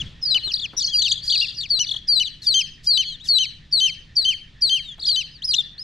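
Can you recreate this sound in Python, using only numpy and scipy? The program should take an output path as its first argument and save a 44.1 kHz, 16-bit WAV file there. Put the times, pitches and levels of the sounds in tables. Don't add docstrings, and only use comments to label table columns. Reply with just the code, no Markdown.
import sys
import numpy as np
from scipy import signal
from scipy.fft import rfft, irfft
from scipy.io import wavfile
from scipy.ndimage import uniform_filter1d, map_coordinates

SR = 44100
rng = np.random.default_rng(int(sys.argv[2]) if len(sys.argv) > 2 else 0)


def generate_wav(sig):
    pcm = np.round(np.clip(np.atleast_2d(sig).T, -1, 1) * 32767).astype(np.int16)
    wavfile.write(sys.argv[1], SR, pcm)


N = 257094
TIME = np.arange(N) / SR

# frequency_hz, relative_level_db
TAP_SPECTRUM = [(100, -3), (350, 0), (650, -5), (1300, -4), (2600, -19), (12000, -42)]
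# frequency_hz, relative_level_db
AIR_SPECTRUM = [(2000, -19), (5000, 6), (11500, -14), (14500, -29.5)]

PEEP_JITTER, CHIRP_JITTER, CHIRP_AIR_DB = .003, .007, -36
FLUTTER_PER_S = 800


def from_db(db):
    return 10 ** (np.asarray(db) / 20)


def rms_one(x):
    return x / np.sqrt(np.mean(x ** 2) + 1e-20)


def at_hz(points, hz):
    points_hz, points_db = np.transpose(points)
    return np.interp(np.log(np.maximum(hz, 1)), np.log(points_hz), points_db)


def noise(spectrum, size, side_db):
    white = rng.standard_normal((2, size))
    gain = from_db(at_hz(spectrum, np.fft.rfftfreq(size, 1 / SR)))
    mid, side = irfft(rfft(white) * gain, size)
    return rms_one(mid + from_db(side_db) * side * [[1], [-1]])


def waver(t, rate):
    return map_coordinates(rng.standard_normal(256), [(t - t[0]) * rate], order=3, mode="wrap")


def span(start, end):
    return np.arange(int(start * SR), int(end * SR)) / SR


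def add(out, start, sound):
    i = max(int(start * SR), 0)
    out[..., i:i + sound.shape[-1]] += sound[..., :max(N - i, 0)]


def arc(t, first, middle, last):
    parabola = np.polyfit([-1, 0, 1], [first, middle, last], 2)
    return np.polyval(parabola, np.linspace(-1, 1, len(t)))


def background(hum_hz=150, hum_db=-59, chirr_hz=1820, chirr_db=-58, throbs_per_s=8.4):
    # frequency_hz, relative_level_db
    rumble_spectrum = [(22, 6), (145, 1), (350, -17), (900, -33.5), (3500, -15), (7000, -35), (15000, -68)]
    # time_s, level_db
    rumble_level = [(.04, -34.5), (.15, -46), (5.83, -49.5)]
    # time_s, level_db (before its random wavering)
    rustle_level = [(0.6, -60.5), (2.5, -71.5), (5.83, -65)]

    rumble = noise(rumble_spectrum, N, side_db=-16) * from_db(np.interp(TIME, *np.transpose(rumble_level)))

    hum_phase = 2 * np.pi * hum_hz * TIME + 1.5 * waver(TIME, 13.0)
    hum = np.sqrt(2) * from_db(hum_db) * np.sin(hum_phase)

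    rustle_db = np.interp(TIME, *np.transpose(rustle_level)) + 1.9 * waver(TIME, 34)
    rustle = noise(TAP_SPECTRUM, N, side_db=-2.0) * from_db(rustle_db)

    throb = np.abs(np.sin(np.pi * throbs_per_s * TIME + 0.054 * waver(TIME, 0.64))) ** 1.54
    chirr_band = [(chirr_hz / 2, -65), (chirr_hz, 0), (chirr_hz * 2, -65)]
    chirr = from_db(chirr_db) * throb * noise(chirr_band, N, side_db=-8.0)
    return rumble + hum + rustle + chirr


def syrinx(t, hz, db, overtone_db, second_db, air_db, jitter, shimmer_db, order_db=-4, fade_s=.002):
    # frequency_hz, gain_db
    beak_gain = [(4500, -2), (6000, -15), (7000, -21), (8300, -25), (9500, -31), (11000, -33),
                 (12500, -40.5), (15500, -55.5)]
    flutter_db = 1.3

    hz = hz * (1 + jitter * waver(t, 266.6))
    phase = 2 * np.pi * np.cumsum(hz) / SR
    tone = np.sin(phase) + from_db(air_db) * noise(AIR_SPECTRUM, len(t), side_db=-34.5)[0]
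    for k in range(2, 6):
        own_db = second_db if k == 2 else overtone_db + order_db * (k - 2)
        gain = from_db(at_hz(beak_gain, k * hz) + own_db + flutter_db * k * waver(t, FLUTTER_PER_S))
        audible = k * hz < SR / 2
        tone += gain * audible * np.sin(k * phase)
    fade = np.clip(np.minimum(t - t[0], t[-1] - t) / fade_s, 0, 1)
    return np.sqrt(2) * tone * fade * from_db(db + shimmer_db * waver(t, 110.3))


def chirps(edge_db=-11):
    # start_s, end_s, first_hz, middle_hz, last_hz, level_db
    chirp_notes = [(0, 0.024, 3325, 3260, 2600, -30.5), (0.248, 0.416, 3840, 4920, 3670, -34.5),
                   (0.431, .522, 4180, 3950, 2500, -28.5), (0.613, 0.665, 3665, 3405, 2275, -28.5),
                   (0.766, 0.805, 5510, 5900, 5100, -25.5), (0.774, 0.844, 3950, 3660, 2870, -37),
                   (0.823, 0.903, 4400, 4350, 3970, -31), (0.876, 0.964, 3130, 3285, 2500, -31.5),
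                   (0.935, 1.086, 4766, 4330, 2496, -20), (1.135, 1.185, 4060, 3620, 3300, -36.5),
                   (1.218, 1.323, 4200, 4900, 3950, -36.5), (1.333, 1.365, 3040, 2890, 2320, -31),
                   (1.567, 1.666, 4850, 4200, 2120, -32.5), (2.237, 2.287, 4250, 3700, 2850, -28.5),
                   (2.419, 2.492, 4400, 3660, 3120, -37), (3.056, 3.145, 3400, 3300, 3000, -35),
                   (3.064, 3.161, 4370, 4120, 3440, -35), (3.198, 3.279, 2763, 3930, 2570, -42),
                   (4.829, 4.947, 4000, 3590, 3130, -39), (5.312, 5.401, 5000, 4700, 3450, -48.5),
                   (5.42, 5.452, 2890, 4100, 5240, -30.5), (5.78, 5.84, 4000, 5130, 4760, -34)]
    out = np.zeros(N)
    for start, end, first_hz, middle_hz, last_hz, db in chirp_notes:
        t = span(start, end)
        hz = arc(t, first_hz, middle_hz, last_hz)
        level_db = db + edge_db * arc(t, 0.75, 0, 0.78) ** 2
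        voice = syrinx(t, hz, level_db, overtone_db=-7, second_db=-3, air_db=CHIRP_AIR_DB,
                       jitter=CHIRP_JITTER, shimmer_db=2.5)
        add(out, start, voice)
    return out


def loud_peeps(last_hz=2020, top_share=0.37, rise_share=0.0523, fall_power=2.3,
               break_s=0.004, rasp=0.029, rasp_s=0.006):
    # start_s, break_s, end_s, first_whistle_hz, whistle_level_db, whistle_change_to_break_db,
    # arch_top_hz, arch_level_db, overtones_db, arch_second_harmonic_db (the last two before the beak's gain)
    peep_notes = [(0.225, 0.346, .386, 5140, -26, 7.5, 3043, -16.5, -5.5, -11.5),
                  (1.298, 1.412, 1.464, 4700, -27, -3.5, 2804, -27, -8, -4),
                  (1.702, 1.792, 1.853, 4580, -20, -3, 2996, -26, -1.5, 13.5),
                  (2.084, 2.2, 2.24, 4762, -17.5, -1, 3024, -21.5, 1.5, 1),
                  (2.468, 2.541, 2.63, 4700, -16, -6.5, 3186, -17, 3, 7),
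                  (2.871, 2.975, 3.044, 4780, -18, 0, 3120, -20, -1.5, 1.5),
                  (3.288, 3.386, 3.461, 4496, -14.5, 1, 3115, -20, 0, 2),
                  (3.724, 3.803, 3.906, 4620, -19.5, 0.5, 3149, -17.5, 3, 2.5),
                  (4.167, 4.249, 4.342, 4620, -14.5, -14.5, 3143, -17.5, 1.5, -3),
                  (4.621, 4.695, 4.803, 4700, -14.5, -10.5, 3170, -20, 4, -2.5),
                  (5.068, 5.161, 5.233, 4870, -18.5, -2.5, 3105, -22, 1.5, 1.5)]
    # share_of_arch, level_db
    arch_envelope = [(0, -0.5), (.45, 3), (.8, -8), (1, -23)]
    onset_hz, break_hz, sink_power = 5680, 3899, 1.0
    lead_s, lead_db, attack_s, attack_db = .013, -27, .005, -15

    out = np.zeros(N)
    for (start, snap, end, first_hz, whistle_db, change_db,
         top_hz, arch_db, overtone_db, arch_second_db) in peep_notes:
        t = span(start - lead_s, end)

        along = np.clip((t - start) / (snap - start), 0, 1)
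        sink = np.sin(np.pi / 2 * along ** sink_power) ** 2
        high = np.interp(t, [t[0], start + 0.0035], [onset_hz, first_hz]) - (first_hz - break_hz) * sink
        attack = np.interp(t - start, [-lead_s, -attack_s / 2, attack_s / 2], [lead_db, attack_db, 0])
        high_db = whistle_db + change_db * along + attack

        u = np.clip((t - snap) / (end - snap), 0, 1)
        rise = np.maximum(1 - u / top_share, 0)
        fall = np.maximum(u - top_share, 0) / (1 - top_share)
        low = top_hz * (1 - rise_share * rise ** 2) - (top_hz - last_hz) * fall ** fall_power
        low_db = arch_db + np.interp(u, *np.transpose(arch_envelope))

        broken = np.clip((t - snap) / break_s + .5, 0, 1)
        onset_flutter = np.exp(-((t - start + 0.0076) / (2 * rasp_s)) ** 2)
        unsteady = onset_flutter + np.exp(-((t - snap) / break_s) ** 2)
        hz = (high + broken * (low - high)) * (1 + rasp * unsteady * waver(t, 1600))
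        level_db = high_db + broken * (low_db - high_db)
        second_db = overtone_db + broken * (arch_second_db - overtone_db)
        air_db = -52 + 9 * broken + 27 * unsteady ** .5
        voice = syrinx(t, hz, level_db, overtone_db, second_db, air_db, jitter=PEEP_JITTER, shimmer_db=2.5)
        add(out, t[0], voice)
    return out


def knocks(t60=0.11, body_db=-3):
    # time_s, level_db (before body_db)
    taps = [(0.356, -36), (0.473, -39), (0.735, -39), (1.783, -41.5), (1.944, -45.5), (4.984, -43)]
    out, t = np.zeros((2, N)), span(0, 2 * t60)
    for s, db in taps:
        decay = from_db(db + body_db - 60 * t / t60)
        add(out, s - .002, noise(TAP_SPECTRUM, len(t), side_db=-26.0) * decay)
    return out


def trills(roundness=1.5, swoops_per_s=40, edge_s=.003, swell_db_per_s=181, fade_db_per_s=137):
    # start_s, end_s, first_trough_hz, middle_trough_hz, last_trough_hz, swoop_height_hz, level_db,
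    # loudest_share_of_length, crest_against_trough_db, trough_second_harmonic_db (before the beak's gain)
    trill_notes = [(0.518, 0.626, 4700, 3540, 3300, 1194, -20.5, 0.34, -10, -5),
                   (0.776, 0.828, 5400, 3400, 3300, 1620, -25.5, 0.53, 5, 18.5),
                   (0.825, 0.903, 3900, 4590, 4470, 1675, -19, 0.44, -14.5, -11),
                   (0.968, 1.051, 4100, 3120, 2940, 1500, -27.5, 0.46, -11, 15),
                   (1.068, 1.145, 4700, 3365, 3060, 1800, -21, .5, -4.5, 9.5),
                   (1.276, 1.353, 4300, 3085, 3310, 1350, -21, 0.5, 1, 5),
                   (1.345, 1.423, 3513, 3890, 3300, 1005, -19, 0.56, -1, -5),
                   (1.454, 1.516, 3960, 3410, 3150, 1750, -34, 0.82, -7, -7),
                   (1.537, 1.638, 4590, 4110, 2750, 1306, -26, 0.85, -7, 7),
                   (1.869, 1.992, 3550, 3220, 3130, 1108, -16, 0.35, -16.5, -9),
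                   (4.995, 5.118, 3830, 3280, 2970, 1336, -26, 0.64, 0, 4),
                   (5.444, 5.516, 4900, 4830, 4250, 411, -19.5, 0.92, -2.5, 12),
                   (5.518, 5.569, 4200, 2810, 3730, 1318, -20, 0.27, -1.5, 9.5),
                   (5.563, 5.615, 3940, 3535, 3200, 405, -14.5, 0.12, -8.5, -22)]
    uneven = .14

    out = np.zeros(N)
    for (start, end, first_hz, middle_hz, last_hz, height_hz,
         db, loudest, crest_db, octave_db) in trill_notes + huddle():
        t = span(start - edge_s, end + edge_s)
        turns = (t - start) / (end - start) * np.round((end - start) * swoops_per_s)
        swoop = np.abs(np.sin(np.pi * turns)) ** roundness
        height = height_hz * swoop * (1 + uneven * waver(t, swoops_per_s))
        hz = arc(t, first_hz, middle_hz, last_hz) + height

        past = t - start - loudest * (end - start)
        swell_db = np.minimum(swell_db_per_s * past, -fade_db_per_s * past)
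        level_db = db + swell_db + crest_db * swoop
        voice = syrinx(t, hz, level_db, overtone_db=-2, second_db=octave_db * (1 - swoop), air_db=CHIRP_AIR_DB,
                       jitter=CHIRP_JITTER, shimmer_db=4.0, fade_s=2 * edge_s)
        add(out, t[0], voice)
    return out


def huddle(count=3, db=-31.5, pitch_hz=(3300, 4700), call_s=0.27):
    # from_s, to_s
    pounces = [(.8, .98), (1.22, 1.32)]
    calls = []
    for pounce in pounces:
        for _ in range(count):
            s, hz = rng.uniform(*pounce), rng.uniform(*pitch_hz)
            calls.append((s, s + call_s, 1.1 * hz, hz, .8 * hz, .2 * hz, db, .5, 0, 0))
    return calls


def hoarse_cheeps(cheep_s=.085, db=-37):
    hoarse_starts = [.92, 1.224, 2.415, 2.83, 3.236]
    out = np.zeros(N)
    for start in hoarse_starts:
        t = span(start, start + cheep_s)
        swell = arc(t, 0, 0.59, 0)
        rasping = from_db(db + 2 * waver(t, FLUTTER_PER_S))
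        add(out, start, noise(AIR_SPECTRUM, len(t), side_db=-0.5)[0] * rasping * swell)
    return out


def reflections(spectrum, t, per_s):
    clicks = rng.standard_normal((2, len(t))) * (rng.random((2, len(t))) < per_s / SR)
    gain = from_db(at_hz(spectrum, np.fft.rfftfreq(len(t), 1 / SR)))
    return irfft(rfft(clicks) * gain, len(t)) / np.sqrt(per_s / SR)


def crate(x, t60=.03):
    # frequency_hz, level_against_direct_db
    slat_spectrum = [(3200, -16), (4600, -3), (7000, -3), (12000, -8)]
    t = span(0, t60)
    decay = from_db(-60 * t / t60)
    slats = reflections(slat_spectrum, t, SR) * decay / np.sqrt(np.sum(decay ** 2))
    return x + signal.fftconvolve(x[None], slats, axes=1)[:, :N]


def delayed(x, delay_s):
    return np.interp(TIME - delay_s, TIME, x, left=0)


def room(x, t60=.33, bounces_per_s=260, room_db=-17, first_wall_s=.028, build_s=.05):
    # frequency_hz, relative_level_db
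    wall_spectrum = [(1500, 6), (3100, -1), (3350, 10.5), (3700, -2), (4400, 10.5), (5300, -0.5),
                     (6500, -3.5), (9000, 2)]
    # delay_s, level_db
    far_wall = [(.066, -29)]
    t = span(0, 2 * t60)
    build = 1 - np.exp(-np.maximum(t - first_wall_s, 0) / build_s)
    bounces = reflections(wall_spectrum, t, bounces_per_s)
    tail = (bounces + bounces.mean(axis=0)) * from_db(-60 * t / t60) * build
    dull = signal.sosfiltfilt(signal.butter(2, 7000, fs=SR, output="sos"), tail)
    tail = dull + (tail - dull) * from_db(-45 * t)
    tail *= from_db(room_db) / np.sqrt(np.sum(tail ** 2) / 2)
    echoes = sum(from_db(db) * delayed(x, delay) for delay, db in far_wall)
    return signal.fftconvolve(x[None], tail, axes=1)[:, :N] + echoes


def placed(x, left_db):
    return x * from_db(left_db * np.array([[.5], [-.5]]))


def scene(corner_db=-5):
    # time_s, left_against_right_db
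    seat = [(2.4, 3.0), (3.4, 2.5)]
    caller = loud_peeps()
    others = trills() + chirps() + hoarse_cheeps()
    reverberation = room(caller + from_db(corner_db) * others)
    left_db = np.interp(TIME, *np.transpose(seat))
    return placed(crate(caller + others) + reverberation + knocks(), left_db) + background()


def record(dry, limit_db=-13.5, average_s=0.0039, cutoff_hz=15600):
    power = uniform_filter1d(np.mean(dry ** 2, axis=0), max(int(average_s * SR), 1))
    limited = dry / (1 + (power / from_db(limit_db) ** 2) ** 2) ** .25
    return signal.sosfilt(signal.ellip(10, .1, 80, cutoff_hz, fs=SR, output="sos"), limited)


dry = scene()
out = record(dry)
generate_wav(out)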